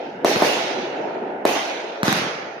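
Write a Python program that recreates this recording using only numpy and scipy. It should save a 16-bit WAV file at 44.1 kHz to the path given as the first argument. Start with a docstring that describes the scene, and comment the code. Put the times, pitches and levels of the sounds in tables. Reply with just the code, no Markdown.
"""Firework shells burst overhead at night near houses, each with a short, sharp shock wave.
Lift charges, which launch the shells, crack on the ground and make their tubes thump.
Nearby walls throw back single slaps and a bright roar that fades fast; distant hills return
a long, low rumble. Under it all lies a faint hiss. A phone with two microphones hears the scene,
and its limiter holds the bangs just under full scale."""
import sys
import numpy as np
from scipy import signal
from scipy.fft import rfft, irfft, next_fast_len
from scipy.io import wavfile
from scipy.ndimage import uniform_filter1d, minimum_filter1d

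SR = 44100
rng = np.random.default_rng(int(sys.argv[2]) if len(sys.argv) > 2 else 0)


def waveform_to_disk(signal):
    """Save audio, clipped to [-1, 1], as 16-bit WAV at the path in sys.argv[1]."""
    frames = np.transpose(np.atleast_2d(signal))
    scaled = np.clip(frames, -1, 1) * 32767
    samples = np.round(scaled).astype(np.int16)
    wavfile.write(sys.argv[1], SR, samples)


N = 114660
RUMBLE_BASS_HZ = 350  # the rumble's bass lies below this


def shell_bursts():
    """Each bursting shell sends out a shock wave that returns as slaps, a roar and a far rumble."""
    # shells; the first bursts before the sound begins: (time [s], shock [dB], roar [dB], rumble [dB],
    # rumble's bass boost [dB], sharp edge relative to shock [dB], boost of first echoes [dB])
    shells = [(-0.64, -1, -16.5, -25.5, 4.5, -16, 0), (.2468, 1, -17, -23, 2, -16, 0),
              (.4218, 0.5, -17.5, -26.5, 3.5, -17, 3), (1.4525, 0.3, -19, -26, -9.5, -15.5, 0)]
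    # the direct shock, then its first echoes off ground and walls: (delay [s], gain [dB], left lag [s])
    shock_paths = [(0, 4, -.00005), (.0031, -3.5, .0004), (.0047, -10, .0002), (0.0101, -11.5, 0)]
    # strong echoes of the shock off single walls: (time [s], level [dB], left lag [s])
    wall_returns = [(0.2559, -17, 0), (.2825, -6, .0001), (0.2918, -17, -.0002), (0.3088, -17, .0002),
                    (0.315, -9.5, -.0001), (0.433, -12, 0), (0.4489, -6, .0001), (0.569, -10, 0),
                    (1.4803, -13, .0001), (1.4929, -10, -.0001), (1.5165, -11.5, .0001), (1.5312, -16, 0),
                    (1.647, -24, .0001)]
    # tone of the roar as heard, with a narrow dip near 7.6 kHz: (frequency [Hz], level [dB])
    roar_tone = [(35, -43), (100, -21.5), (200, -14), (300, -2.5), (700, 0.5), (1250, -14.5), (2400, -12),
                 (6500, -20.5), (7600, -35.5), (9000, -30.5), (14500, -33), (15400, -58)]
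    # tone of the far rumble: (frequency [Hz], level [dB])
    rumble_tone = [(35, -16), (100, -28), (200, -15), (370, -7), (690, -7), (900, -8.5), (1100, -24),
                   (1440, -16.5), (3020, -30), (4000, -81), (8800, -120)]
    # how long the roar and the rumble last: (frequency [Hz], time to fade by 60 dB [s])
    roar_fade = [(150, 0.75), (500, 0.55), (1500, 1.82), (3000, 1.765), (4500, 1.43), (6500, 1.24),
                 (9000, 0.77), (14000, 0.47)]
    rumble_fade = [(150, 7.3), (300, 9), (600, 7.8), (3000, 4.85)]
    front_s, tick_s, scatter_db = .00035, .0001, 2
    shock = shock_wave(length_s=.001, rise_s=front_s, suction=.6, recovery=2.6)
    low_cut = signal.butter(1, 190, 'high', fs=SR)  # a small shell makes little deep bass
    shock = signal.lfilter(*low_cut, np.pad(shock, (0, SR // 100)))
    tick = shock_wave(tick_s, tick_s / 3)  # the hard edge on the shock's front
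    out = np.zeros((2, N))
    for start, shock_db, roar_db, rumble_db, bass_db, edge_db, echo_db in shells:
        for delay, path_db, lag in shock_paths:
            boost_db = (delay > 0) * (echo_db + scatter_db * rng.standard_normal())
            add(out, start + delay, amp(shock_db + path_db + boost_db) * shock, lag)
        add(out, start + front_s, amp(shock_db + edge_db) * tick)
        add(out, start, amp(shock_db + edge_db) * ragged_crack())
        out += wall_slaps(start, shock_db, shock, count=24)
        out += echo_wash(start, roar_db, roar_tone, roar_fade, swell_s=.011)
        rumble = echo_wash(start, rumble_db, rumble_tone, rumble_fade,
                           swell_s=.44, hill_db=1, bass_drop_db=-12)
        out += filtered(rumble, lambda hz: amp(bass_db * bass_share(hz)))
    for start, level_db, lag in wall_returns:
        add(out, start, amp(level_db) * shock, lag)
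    return out


def shock_wave(length_s, rise_s, suction=1, recovery=1):
    """Air pressure jumps up, falls below normal, then comes back: a wave shaped like the letter N."""
    end_s = length_s + recovery * rise_s
    t = np.arange(int(end_s * SR) + 2) / SR
    return np.interp(t, [0, rise_s, length_s, end_s], [0, 1, -suction, 0])


def ragged_crack(fade_s=.016, top_hz=6900):
    """The noisy crack on the front of a blast, duller above top_hz."""
    t = np.arange(SR // 50) / SR
    noise = signal.lfilter(*signal.butter(1, top_hz, fs=SR), rng.standard_normal(len(t)))
    return amp(-.5 - 60 * t / fade_s) * noise


def lift_charges():
    """Each launch gives a double crack, a bright snap and a thump, and the walls answer."""
    # launches: (time [s], crack [dB], thump [dB], roar [dB], snap [dB], crack's left over right [dB])
    launches = [(0.36, -6, -8, -28.5, -31, 0), (2.0315, 2.5, -6, -21, -20, 2.5),
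                (2.081, -1.5, -2, -26.5, -33, 2), (2.1273, -4.5, -9.5, -27.5, -17, -11)]
    # tone of the roar as heard, with a narrow dip near 7.6 kHz: (frequency [Hz], level [dB])
    roar_tone = [(35, -35), (100, -17), (220, -9.5), (430, -9), (840, -11.5), (2050, -12), (6500, -20),
                 (7600, -38.5), (9000, -27.5), (14500, -33.5), (15400, -63.5)]
    # how long the roar lasts: (frequency [Hz], time to fade by 60 dB [s])
    roar_fade = [(150, 1.3), (500, 1), (1500, 1.53), (3000, 1.05), (6000, 0.9), (9000, 0.5), (14000, 0.28)]
    # echoes of the thump off walls: (time [s], level [dB])
    thump_returns = [(2.157, -15), (2.169, -11.5), (2.192, -11.5), (2.2176, -10), (2.24, -14),
                     (2.2647, -11), (2.351, -21)]
    # echoes of the crack off walls: (time [s], crack [dB], snap [dB])
    crack_returns = [(2.0558, -17, -26.5), (2.0692, -13, -24.5), (2.1125, -11, -23), (2.1183, -9, -28),
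                     (2.1655, -17, -18), (2.187, -9.5, -25.5)]
    crack_s, lag_s = .0005, .00025  # the sound reaches the right microphone first
    crack = shock_wave(crack_s, crack_s / 5, suction=.5)
    thump = tube_thump()
    out = np.zeros((2, N))
    for start, crack_db, thump_db, roar_db, snap_db, lean_db in launches:
        add(out, start, amp(crack_db) * crack, lag_s, lean_db)
        add(out, start + .0007, amp(crack_db - 9) * crack, lag_s)
        add(out, start, snap(snap_db, top_hz=12400), lag_s)
        add(out, start, amp(thump_db) * thump, lag_s)
        add(out, start + .00948, amp(thump_db - 15) * thump)  # bounce off the ground
        out += wall_slaps(start, roar_db + 25, crack, count=12)
        out += echo_wash(start, roar_db, roar_tone, roar_fade, swell_s=.02)
    low_cut = signal.butter(2, 171, 'high', fs=SR)  # walls return little of the thump's bass
    thin_thump = signal.lfilter(*low_cut, thump)
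    for start, level_db in thump_returns:
        add(out, start, amp(level_db) * thin_thump, lag_s)
    for start, crack_db, snap_db in crack_returns:
        add(out, start, amp(crack_db) * crack, lag_s)
        add(out, start, snap(snap_db, top_hz=5000), lag_s)  # a returned snap is duller
    return out


def tube_thump(pitch_hz=177, rise_s=.00063, fade_s=.023):
    """The launch tube sucks air back in and rings briefly on a low note."""
    t = np.arange(SR // 8) / SR
    loudness = amp(-60 * t / fade_s) * (1 - np.exp(-t / rise_s))
    return loudness * np.cos(2 * np.pi * pitch_hz * t + .6)


def snap(level_db, top_hz, fade_s=.018):
    """A lift charge's short burst of bright noise, duller above top_hz."""
    t = np.arange(SR // 20) / SR
    noise = signal.lfilter(*signal.butter(2, top_hz, fs=SR), rng.standard_normal(len(t)))
    return amp(level_db - 60 * t / fade_s) * noise


def wall_slaps(start, level_db, blast, count, fade_s=.82, scatter_db=7, max_lag_s=.0014):
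    """Single walls return a blast at random moments from random sides; later slaps are weaker."""
    out = np.zeros((2, N))
    for distance, size, side in rng.random((count, 3)):
        delay = .015 + distance * fade_s / 3
        slap_db = level_db - 19.5 - 60 * delay / fade_s + scatter_db * (2 * size - 1)
        add(out, start + delay, amp(slap_db) * blast, max_lag_s * (2 * side - 1))
    return out


def echo_wash(start, level_db, tone, fade_times, swell_s, hill_db=0, bass_drop_db=0):
    """Countless echoes blur into noise that builds up, then dies at its own speed at each frequency."""
    # how alike the two microphones sound: (frequency [Hz], likeness [1 = same, 0 = unrelated])
    likeness = [(60, 1), (150, 1), (380, 0.93), (950, 0.092), (2380, -0.074), (5980, 0.0034), (15000, 0.11)]
    # which side is louder: (frequency [Hz], left over right [dB])
    balance = [(60, -1), (130, 1.5), (290, -2.5), (640, 1.5), (1410, -4.5), (3100, -3.5), (6820, -2.5),
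               (15000, 6)]
    hold_s, hill_s, last_slope_s = .043, .831, 1.19  # all counted from the bang
    hz, t, noise = signal.stft(rng.standard_normal((2, N)), SR, nperseg=256)
    age = np.maximum(t - start - 64 / SR, 0)
    lumps_db = patches(noise.shape[1:], bands=24, frames=5)  # single echoes stand out
    colour_db = 3 * patches(noise.shape[1:], bands=1, frames=30)  # walls favour narrow bands
    answer_db = hill_db * np.exp(-((age - hill_s) / .03) ** 2)  # a far slope answers
    # once the farthest big slope has answered, the bass drops away
    bass_gone = (1 + np.tanh((age - last_slope_s) / .04)) / 2
    bass_db = bass_drop_db * bass_gone * bass_share(hz)[:, None]
    fade_db = -60 * np.maximum(age - hold_s, 0) / along(fade_times, hz)[:, None]
    swell = 1 - np.exp(-age / swell_s)
    echoes = noise * amp(level_db + fade_db + lumps_db + colour_db + answer_db + bass_db) * swell
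    # the microphones share one noise (mid) and get the other with opposite signs (side)
    width = np.arccos(np.clip(along(likeness, hz), -1, 1))[:, None] / 2
    mid, side = echoes[0] * np.cos(width), echoes[1] * np.sin(width)
    lean = amp(along(balance, hz) / 2)[:, None]
    left_right = np.array([(mid + side) * lean, (mid - side) / lean])
    wash = signal.istft(left_right, SR, nperseg=256)[1][:, :N]
    tone_power = np.mean(amp(along(tone, np.linspace(0, SR / 2, num=4096))) ** 2)
    return filtered(wash, lambda f: amp(along(tone, f)) / np.sqrt(tone_power))


def night_hiss(level_db=-76):
    """A faint, steady hiss behind everything."""
    return amp(level_db) * rng.standard_normal((2, N))


def patches(shape, bands, frames):
    """Random ups and downs, smoothed across frequency bands and time frames."""
    field = uniform_filter1d(rng.standard_normal(shape), bands, axis=0)
    field = uniform_filter1d(field, frames, axis=1)
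    return field / field.std()


def bass_share(hz):
    """Near 1 in the rumble's bass, falling to 0 above it."""
    return 1 / (1 + (hz / RUMBLE_BASS_HZ) ** 4)


def amp(db):
    """Turn decibels into a multiplier."""
    return 10 ** (np.asarray(db) / 20)


def along(points, hz):
    """Read between (frequency, value) points, with octaves evenly spaced."""
    frequencies, values = np.transpose(points)
    return np.interp(np.log(hz + 1), np.log(frequencies + 1), values)


def filtered(sound, response):
    """Multiply each frequency in a sound by response(hz)."""
    size = next_fast_len(N + SR // 2)
    hz = np.fft.rfftfreq(size, 1 / SR)
    return irfft(rfft(sound, size) * response(hz), size)[..., :N]


def add(out, start, sound, lag_s=0., lean_db=0.):
    """Mix a sound in, lag_s later and lean_db louder on the left; skip it if it starts before zero."""
    for channel, side in zip(out, (.5, -.5)):
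        i = round((start + side * lag_s) * SR)
        if i >= 0:
            channel[i:i + len(sound)] += amp(side * lean_db) * sound[:N - i]


def scene():
    """All the bangs and their echoes over faint hiss."""
    return shell_bursts() + lift_charges() + night_hiss()


def record(dry):
    """Small microphones lose bass, a limiter turns down the peaks, and the highest treble is cut."""
    bass_cut_hz, floor_db, roll_hz, top_hz = 105, -35, 15700, 16350
    ceiling, hold_s, release_s = .97, .0012, .0015

    def bass_cut(hz):
        """Deep bass is cut steeply, leaving a faint low floor under the bangs."""
        s = 1j * hz / bass_cut_hz
        low_cut = s ** 2 / (1 + 1.41 * s + s ** 2)
        return low_cut ** 2 + amp(floor_db) * (hz > 10)

    heard = filtered(dry, bass_cut)
    safe_gain = np.minimum(1, ceiling / (np.abs(heard).max(0) + 1e-9))
    release = int(release_s * SR) + 1
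    held_gain = minimum_filter1d(safe_gain, int(hold_s * SR) + release)
    limited = heard * uniform_filter1d(held_gain, release)
    return filtered(limited, lambda hz: np.clip((top_hz - hz) / (top_hz - roll_hz), 0, 1) ** 2)


dry = scene()
out = record(dry)
waveform_to_disk(out)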